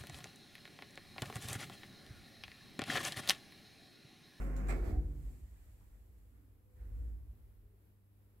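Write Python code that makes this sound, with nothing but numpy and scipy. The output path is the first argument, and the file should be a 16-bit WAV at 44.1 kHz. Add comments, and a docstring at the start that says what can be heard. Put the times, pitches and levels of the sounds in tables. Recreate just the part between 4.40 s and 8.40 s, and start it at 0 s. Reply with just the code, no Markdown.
"""Old lift coming to a stop

Heard from the cabin, which is open to a stairwell. The motor hums, a contact ticks, and the brake
drops with a ringing metal clunk and drags. The cabin shudders to rest, its floor booming and its
panels shaking. Later the floor booms softly once more; faint mains hum and stairwell air remain."""
import sys
import numpy as np
from scipy import signal
from scipy.fft import rfft, irfft
from scipy.io import wavfile
from scipy.ndimage import uniform_filter1d

SR = 44100
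rng = np.random.default_rng(int(sys.argv[2]) if len(sys.argv) > 2 else 0)


def log_audio(samples):
    """Write samples as a 16-bit WAV file to the path given in sys.argv[1]."""
    # one column per channel
    frames = np.atleast_2d(samples).T
    # limit to full scale, then quantise
    limited = np.clip(frames, -1, 1)
    pcm = np.round(limited * 32767).astype(np.int16)
    wavfile.write(sys.argv[1], SR, pcm)


N = 176400

# stereo image, tight in the bass and wide on top (frequency [Hz], left-right correlation [-1..1])
STEREO_LIKENESS = [(60, 0.92), (110, 0.94), (200, 0.69), (380, 0.66), (700, 0.23), (1290, 0.029),
                   (2400, -0.057), (4400, -0.0077)]
# flat noise that excites resonances (frequency [Hz], left [dB], right [dB])
FLAT_COLOUR = [(100, 0, 0), (1000, 0, 0)]

# drone of motor and cabin (frequency [Hz], level [dB], extra flutter [dB])
MOTOR_TONES = [(48.87, -36, -1), (149.3, -52, 0.5), (199.5, -64, -7), (252, -54, 1), (290.5, -57.5, 4),
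               (339, -66, 2.5), (518, -70, 3), (550, -67.5, 8), (732, -66, 0), (1082, -67.5, 0)]
# running gear winding down (time [s], level [dB])
GEAR_LEVEL = [(0, 3.5), (.06, 0), (.13, -2), (.2, 0), (.27, 0), (.36, -4.5), (.5, -16), (.7, -21),
              (1.2, -55)]
# whirr of the running gear (frequency [Hz], left [dB], right [dB])
GEAR_COLOUR = [(76.5, -72, -78), (172, -79, -79), (324, -77, -77.5), (630, -87, -85.5),
               (1010, -98.5, -89.5), (1440, -91.5, -87), (2190, -101, -90.5), (2660, -108, -100),
               (3400, -118, -114), (4140, -119, -118), (5460, -112, -116), (7960, -113, -108),
               (9650, -116, -116), (12400, -112, -113), (16000, -117, -118)]
# room tone of the stairwell (frequency [Hz], left [dB], right [dB])
AIR_COLOUR = [(19.4, -116, -116), (55.4, -84, -86.5), (123, -99, -99), (228, -102, -102.5),
              (389, -104, -103), (650, -113, -112), (1300, -119, -115), (2370, -121, -120),
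              (3240, -125, -124), (6740, -130, -130), (7500, -127, -124), (9700, -126, -128),
              (10200, -119, -123), (12900, -117, -119), (16200, -122, -123)]
# mains hum partials (frequency [Hz], level [dB])
HUM_TONES = [(100, -68.5), (199.5, -81.5), (298, -86)]
# rise and fall of the cabin's rumble (time [s], level [dB])
RUMBLE_LEVEL = [(0, -19), (.3, -1), (.6, 7.5), (.9, -1), (1.2, -10.5), (1.55, -10), (1.9, -16),
                (2.32, -16.5), (2.45, -2), (2.7, -1.5), (2.95, -7), (3.05, -12), (3.25, -17), (3.4, -27.5),
                (4, -28)]
# low body of that rumble (frequency [Hz], left [dB], right [dB])
RUMBLE_COLOUR = [(21.9, -112, -112), (33, -85.5, -92), (40, -60.5, -59.5), (62.3, -63, -61.5),
                 (83, -71.5, -71.5), (108, -77.5, -73.5), (133, -89, -87.5), (280, -98, -95.5),
                 (556, -106, -106), (2020, -128, -128)]
# soft rustles (peak time [s], rise [s], fall [s], level [dB])
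RUSTLES = [(.03, .04, 0.046, 5), (.66, .05, 0.13, -6), (.88, 0.076, .1, -1.5), (1.15, 0.14, .38, -3),
           (1.8, 0.031, 0.29, -17), (2.42, 0.083, 0.066, -12), (2.6, 0.062, 0.12, -6.5)]
# airy texture of the rustles (frequency [Hz], left [dB], right [dB])
RUSTLE_COLOUR = [(294, -110, -110), (664, -110, -108), (1410, -118, -115), (1930, -115, -107),
                 (2490, -117, -112), (3240, -119, -117), (6260, -119, -121), (6600, -112, -119),
                 (7630, -114, -108), (10200, -117, -118), (13100, -113, -116), (16100, -118, -120)]

# contacts snapping (time [s], level [dB])
TICKS = [(.163, -0.5), (.270, -6), (1.775, -28)]
# bright snap of a contact (frequency [Hz], left [dB], right [dB])
TICK_COLOUR = [(298, -83, -92), (1500, -111, -97), (3100, -104, -104), (4200, -99, -99), (4960, -106, -106),
               (5940, -99, -97), (7200, -93, -90), (8400, -104, -104), (11500, -106, -106),
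               (13400, -100, -100), (16000, -108, -108)]
# blows of the brake and its linkage (time [s], level [dB])
BRAKE_BLOWS = [(0.284, -0.5), (0.292, 1), (.303, 2), (.322, -5.5)]
# metal body of the clunk (frequency [Hz], left [dB], right [dB])
BRAKE_COLOUR = [(150, -88, -78.5), (340, -79, -79.5), (585, -86, -78.5), (750, -73.5, -75.5),
                (940, -91, -86.5), (1370, -82, -80), (1930, -104, -82), (2300, -83, -77),
                (2580, -98, -84.5), (2900, -100, -104), (4000, -97, -98.5), (6100, -100, -101),
                (7050, -96, -92.5), (7760, -93, -84), (8540, -100, -90.5), (10600, -106, -106),
                (13700, -101, -102), (16000, -110, -110)]
# ring time of the clunk by band (frequency [Hz], t60 [s])
BRAKE_DECAY = [(200, .9), (700, 0.28), (2200, 0.22), (5000, 0.17), (8000, 0.077), (15000, 0.13)]
# strongest brake modes (frequency [Hz], right level [dB], t60 [s], right minus left [dB])
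BRAKE_MODES = [(236, -51.5, 1.0, -3), (357.4, -47.5, 0.78, 6), (526, -58, 0.56, 2), (735, -50.5, 0.28, 3),
               (1136, -57, 0.35, 3), (1344, -64, 0.65, -2), (1730, -53, 0.35, 7), (1930, -60, 0.32, 5),
               (2235, -52, 0.32, 7), (2550, -55, 0.21, 11), (7700, -56, 0.21, 10)]
# friction of the brake shoes on the drum (frequency [Hz], left [dB], right [dB])
DRAG_COLOUR = [(150, -78, -81), (348, -73.5, -73), (610, -87.5, -83.5), (780, -86.5, -83.5),
               (950, -97, -89), (1350, -98.5, -89.5), (2180, -99, -92.5), (2800, -110, -107),
               (4600, -108, -108), (6050, -112, -112), (7700, -110, -105), (9500, -114, -114),
               (12900, -109, -110), (15900, -115, -116)]

# jolts of the cabin (time [s], rise [s], pitch [Hz], boom [dB], panel shake [dB])
JOLTS = [(0.403, .022, 48.7, -26, 5), (0.463, 0.021, 54, -29.5, 5), (0.519, 0.018, 65, -29.5, 3),
         (0.564, 0.021, 54.5, -23.5, 1.5), (0.632, 0.029, 62, -34.5, -5), (.705, 0.011, 60, -46, -4.5),
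         (0.831, 0.044, 48.3, -35.5, -11), (1.018, 0.023, 54.4, -39, -19), (1.51, 0.025, 53.5, -48, -28),
         (2.395, 0.023, 51.3, -40, -14), (2.882, 0.024, 58.5, -44.5, -19.5),
         (3.225, .022, 55.3, -54.5, -32)]
# modes of the wall panels (frequency [Hz], level [dB], t60 [s])
PANEL_MODES = [(97.5, -58, 0.42), (114.4, -54.5, .4), (146.56, -52, 0.89), (197.2, -57, .6),
               (240, -55, 0.48), (292.3, -53.5, .75), (336.4, -62, 0.41), (361, -58.5, 0.61),
               (389.5, -67.5, .45), (440, -60, 0.2), (487, -66, .5), (547, -72, .4), (724, -65.5, 0.19)]
# bass notes of the floor's long swing (frequency [Hz], level [dB])
SWING_TONES = [(47, -51), (59, -39.5), (100, -59)]
# shaft resonances (peak time [s], rise [s], fall [s], pitch [Hz], half-width [ratio], level [dB])
HOLLOWS = [(.545, 0.028, 0.053, 712, 0.074, -58), (.58, 0.041, 0.051, 343, 0.07, -54),
           (.51, 0.069, 0.084, 293.4, 0.039, -49), (.74, .03, 0.048, 291.6, 0.055, -63),
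           (.9, 0.085, 0.094, 241, 0.11, -64.5), (1.415, .008, .025, 860, .4, -77),
           (1.98, 0.062, 0.15, 259, 0.16, -75.5), (2.55, 0.052, 0.12, 218, 0.22, -68),
           (3.29, .05, 0.077, 407, 0.071, -76.5)]
# scrapes of the guide shoes (peak time [s], rise [s], fall [s], level [dB])
SCRAPES = [(.86, 0.046, 0.11, -10), (1.17, 0.055, 0.12, -9), (1.55, .012, 0.022, -9.5),
           (1.96, 0.026, 0.044, -10.5), (2.405, 0.025, 0.052, -4.5), (2.57, 0.077, 0.14, -7)]
# dull texture of the scrapes (frequency [Hz], left [dB], right [dB])
SCRAPE_COLOUR = [(300, -104, -104), (664, -107, -105), (970, -110, -107), (1410, -107, -102),
                 (1950, -108, -102), (2300, -116, -110), (3400, -124, -122), (16000, -135, -135)]
# a faint whine coming and going (time [s], level [dB])
WHINE_LEVEL = [(1.2, -105), (1.55, -88.5), (2.15, -88.5), (2.45, -76.5), (2.72, -78.5), (2.85, -90),
               (3.3, -96)]

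BRAKE_ATTACK_S = 0.0025
BRAKE_RING_START_S = BRAKE_BLOWS[1][0]  # the second blow


def undb(db):
    """Decibels to gain."""
    return 10 ** (np.asarray(db) / 20)


def clock():
    """Time of every sample in seconds."""
    return np.arange(N) / SR


def curve(points):
    """A fader move through (time [s], level [dB]) points."""
    return undb(np.interp(clock(), *np.array(points).T))


def over_hz(table, hz, column=1):
    """One column of a table, read on a log-frequency axis."""
    table = np.array(table)
    return np.interp(np.log(hz + 1e-3), np.log(table[:, 0]), table[:, column])


def wobble(rate_hz):
    """Smooth random modulation with a spread near 1."""
    hold = int(SR / rate_hz)
    steps = np.repeat(rng.standard_normal(N // hold + 1), hold)
    return np.sqrt(2) * uniform_filter1d(uniform_filter1d(steps, hold), hold)[:N]


def noise(colour):
    """Stereo noise with its own EQ on each side, nearly mono in the bass."""
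    hz = np.fft.rfftfreq(N, 1 / SR)
    mid, side = rfft(rng.standard_normal((2, N)))
    likeness = over_hz(STEREO_LIKENESS, hz)
    mid, side = mid * np.sqrt((1 + likeness) / 2), side * np.sqrt((1 - likeness) / 2)
    eq = undb([over_hz(colour, hz, column=1), over_hz(colour, hz, column=2)])
    return irfft(np.array([mid + side, mid - side]) * eq, N) * np.sqrt(SR / 2)


def tone(hz, drift):
    """A drifting sine of rms 1; the room shifts its phase between left and right."""
    phase = 2 * np.pi * (np.cumsum(hz * (1 + drift * wobble(7))) / SR + rng.random())
    lag = np.arccos(over_hz(STEREO_LIKENESS, hz)) / 2
    return np.sqrt(2) * np.sin([phase + lag, phase - lag])


def fade(start, t60, attack=0.0008):
    """A quick attack and an exponential decay."""
    age = np.maximum(clock() - start, 0)
    return (1 - np.exp(-age / attack)) * np.exp(-np.log(1000) * age / t60)


def swell(peak, rise, fall):
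    """A bell-shaped rise and fall."""
    age = clock() - peak
    return np.exp(-.5 * (age / np.where(age < 0, rise, fall)) ** 2)


def narrow(sound, side_db=-3):
    """Pulls the image in: the cabin's resonances reach both ears much alike."""
    mid = sound.mean(axis=0)
    return mid + undb(side_db) * (sound - mid)


def motor(off_s=0.357, fade_s=0.045, trim_db=-0.5, waver_db=1):
    """A mains-locked drone dies when the power is cut; the gear runs on briefly."""
    powered = np.exp(-np.maximum(clock() - off_s, 0) / fade_s)
    drone = sum(undb(db + waver_db * wobble(19.2) + flutter_db * wobble(25.5)) * tone(hz, drift=0.0042)
                for hz, db, flutter_db in MOTOR_TONES)
    gear = noise(GEAR_COLOUR) * curve(GEAR_LEVEL) * undb(wobble(60.5))
    return undb(trim_db) * powered * drone + gear


def stairwell(hum_waver_db=1, air_waver_db=1.1):
    """The bed: still air, hiss and a wavering mains hum."""
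    hum = sum(undb(db + hum_waver_db * wobble(3)) * tone(hz, drift=.004) for hz, db in HUM_TONES)
    return noise(AIR_COLOUR) * undb(air_waver_db * wobble(8.8)) + hum


def cabin_rumble():
    """The swaying cabin rumbles, most just after the stop and again around the floor's long swing."""
    return noise(RUMBLE_COLOUR) * curve(RUMBLE_LEVEL)


def rubbing(strokes, colour, rough_db=0.27):
    """Soft, uneven friction in swells: rustles or guide-shoe scrapes."""
    texture = noise(colour)
    envelope = sum(undb(db) * swell(peak, rise, fall) for peak, rise, fall, db in strokes)
    return texture * envelope * undb(rough_db * wobble(30.3))


def contact_ticks(snap_t60_s=0.052, tail_t60_s=0.29, tail_db=-3.5):
    """Small contacts snap and ring briefly in the cabin."""
    power = 0
    for start, db in TICKS:
        snap = fade(start, snap_t60_s)
        tail = undb(tail_db) * fade(start, tail_t60_s)
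        power += undb(db) ** 2 * (snap ** 2 + tail ** 2)
    return noise(TICK_COLOUR) * np.sqrt(power)


def brake_clunk(body_db=2, echo_db=-26, echo_t60_s=.9, crack_db=2, crack_t60_s=0.034):
    """Metal cracks on metal and rings dense modes; the lows last longest and the shaft echoes."""
    spectrum = rfft(noise(BRAKE_COLOUR))
    log_hz = np.log(np.fft.rfftfreq(N, 1 / SR) + 1)
    centres = np.log([hz for hz, _ in BRAKE_DECAY])
    echo_power = (undb(echo_db) * fade(BRAKE_RING_START_S, echo_t60_s)) ** 2
    body = 0
    for band_weights, (_, t60) in zip(np.eye(len(centres)), BRAKE_DECAY):
        band = irfft(spectrum * np.interp(log_hz, centres, band_weights), N)
        blow_power = sum((undb(db) * fade(start, t60, BRAKE_ATTACK_S)) ** 2 for start, db in BRAKE_BLOWS)
        body += band * np.sqrt(echo_power + blow_power)
    cracks = sum(undb(db + crack_db) * fade(start, crack_t60_s) for start, db in BRAKE_BLOWS)
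    return undb(body_db) * body + noise(BRAKE_COLOUR) * cracks


def brake_ring():
    """The brake's strongest modes sing on after the clunk, most of them leaning right."""
    ring = 0
    for hz, db, t60, pan_db in BRAKE_MODES:
        left_right = undb([[db - pan_db], [db]])
        ring += left_right * fade(BRAKE_RING_START_S, t60, BRAKE_ATTACK_S) * tone(hz, drift=0.0031)
    return ring


def brake_drag(start_s=0.308, stop_s=0.512, rise_s=.03, t60_s=0.32, rough_db=1.27):
    """The shoes rub unevenly, then the drum stands and the hiss dies away."""
    grip = np.clip((clock() - start_s) / rise_s, 0, 1)
    release = np.exp(-np.log(1000) * np.maximum(clock() - stop_s, 0) / t60_s)
    return noise(DRAG_COLOUR) * grip * release * undb(rough_db * wobble(49.4))


def wall_panels(shake, drive_db=-74.5):
    """Noise following the shake envelope drives the panels' decaying modes."""
    age = np.arange(SR) / SR
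    impulse_response = sum(undb(db) * np.exp(-np.log(1000) * age / t60) * np.sin(2 * np.pi * hz * age)
                           for hz, db, t60 in PANEL_MODES)
    force = shake * narrow(noise(FLAT_COLOUR)) * undb(drive_db)
    return signal.fftconvolve(force, impulse_response[None], axes=1)[:, :N]


def cabin_shudder(push_sharpness=3, swing_panel_db=-16.5):
    """Each jolt booms the floor and shakes the wall panels; late on, one long swing does the same."""
    swing = swell(peak=2.608, rise=0.081, fall=.13)
    booms = swing * sum(undb(db) * tone(hz, drift=0.024) for hz, db in SWING_TONES)
    shake = undb(swing_panel_db) * swing
    for start, rise, hz, boom_db, panel_db in JOLTS:
        age = np.maximum(clock() - start, 0)
        push = (age / rise * np.exp(1 - age / rise)) ** push_sharpness
        booms -= undb(boom_db) * push * np.sin(2 * np.pi * hz * age)
        shake += undb(panel_db) * push
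    return booms + wall_panels(shake)


def shaft_hollows():
    """Hollow knocks and resonances swell and fade in the shaft."""
    air = narrow(noise(FLAT_COLOUR))
    hollows = 0
    for peak, rise, fall, hz, width, db in HOLLOWS:
        bandpass = signal.butter(2, [hz / (1 + width), hz * (1 + width)], "band", fs=SR, output="sos")
        resonance = signal.sosfilt(bandpass, air) / np.sqrt(2 * width * hz)  # even level at any width
        hollows += undb(db) * swell(peak, rise, fall) * resonance
    return hollows


def whine(hz=487.5, flutter_db=3):
    """A faint, fluttering tone surfaces late and sinks away."""
    return curve(WHINE_LEVEL) * undb(flutter_db * wobble(35)) * tone(hz, drift=.012)


def scene():
    """The machinery stops and the cabin settles over the stairwell bed."""
    machinery = motor() + contact_ticks() + brake_clunk() + brake_ring() + brake_drag()
    cabin = cabin_shudder() + cabin_rumble()
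    friction = rubbing(RUSTLES, RUSTLE_COLOUR) + rubbing(SCRAPES, SCRAPE_COLOUR)
    return machinery + cabin + friction + shaft_hollows() + stairwell() + whine()


def record(dry, low_cut_hz=29, high_cut_hz=15700):
    """Master EQ: rolls off the deepest bass and cuts the very top steeply."""
    low_cut = signal.butter(4, low_cut_hz, "high", fs=SR, output="sos")
    high_cut = signal.ellip(10, .2, 80, high_cut_hz, fs=SR, output="sos")
    return signal.sosfilt(high_cut, signal.sosfiltfilt(low_cut, dry))


dry = scene()
out = record(dry)
log_audio(out)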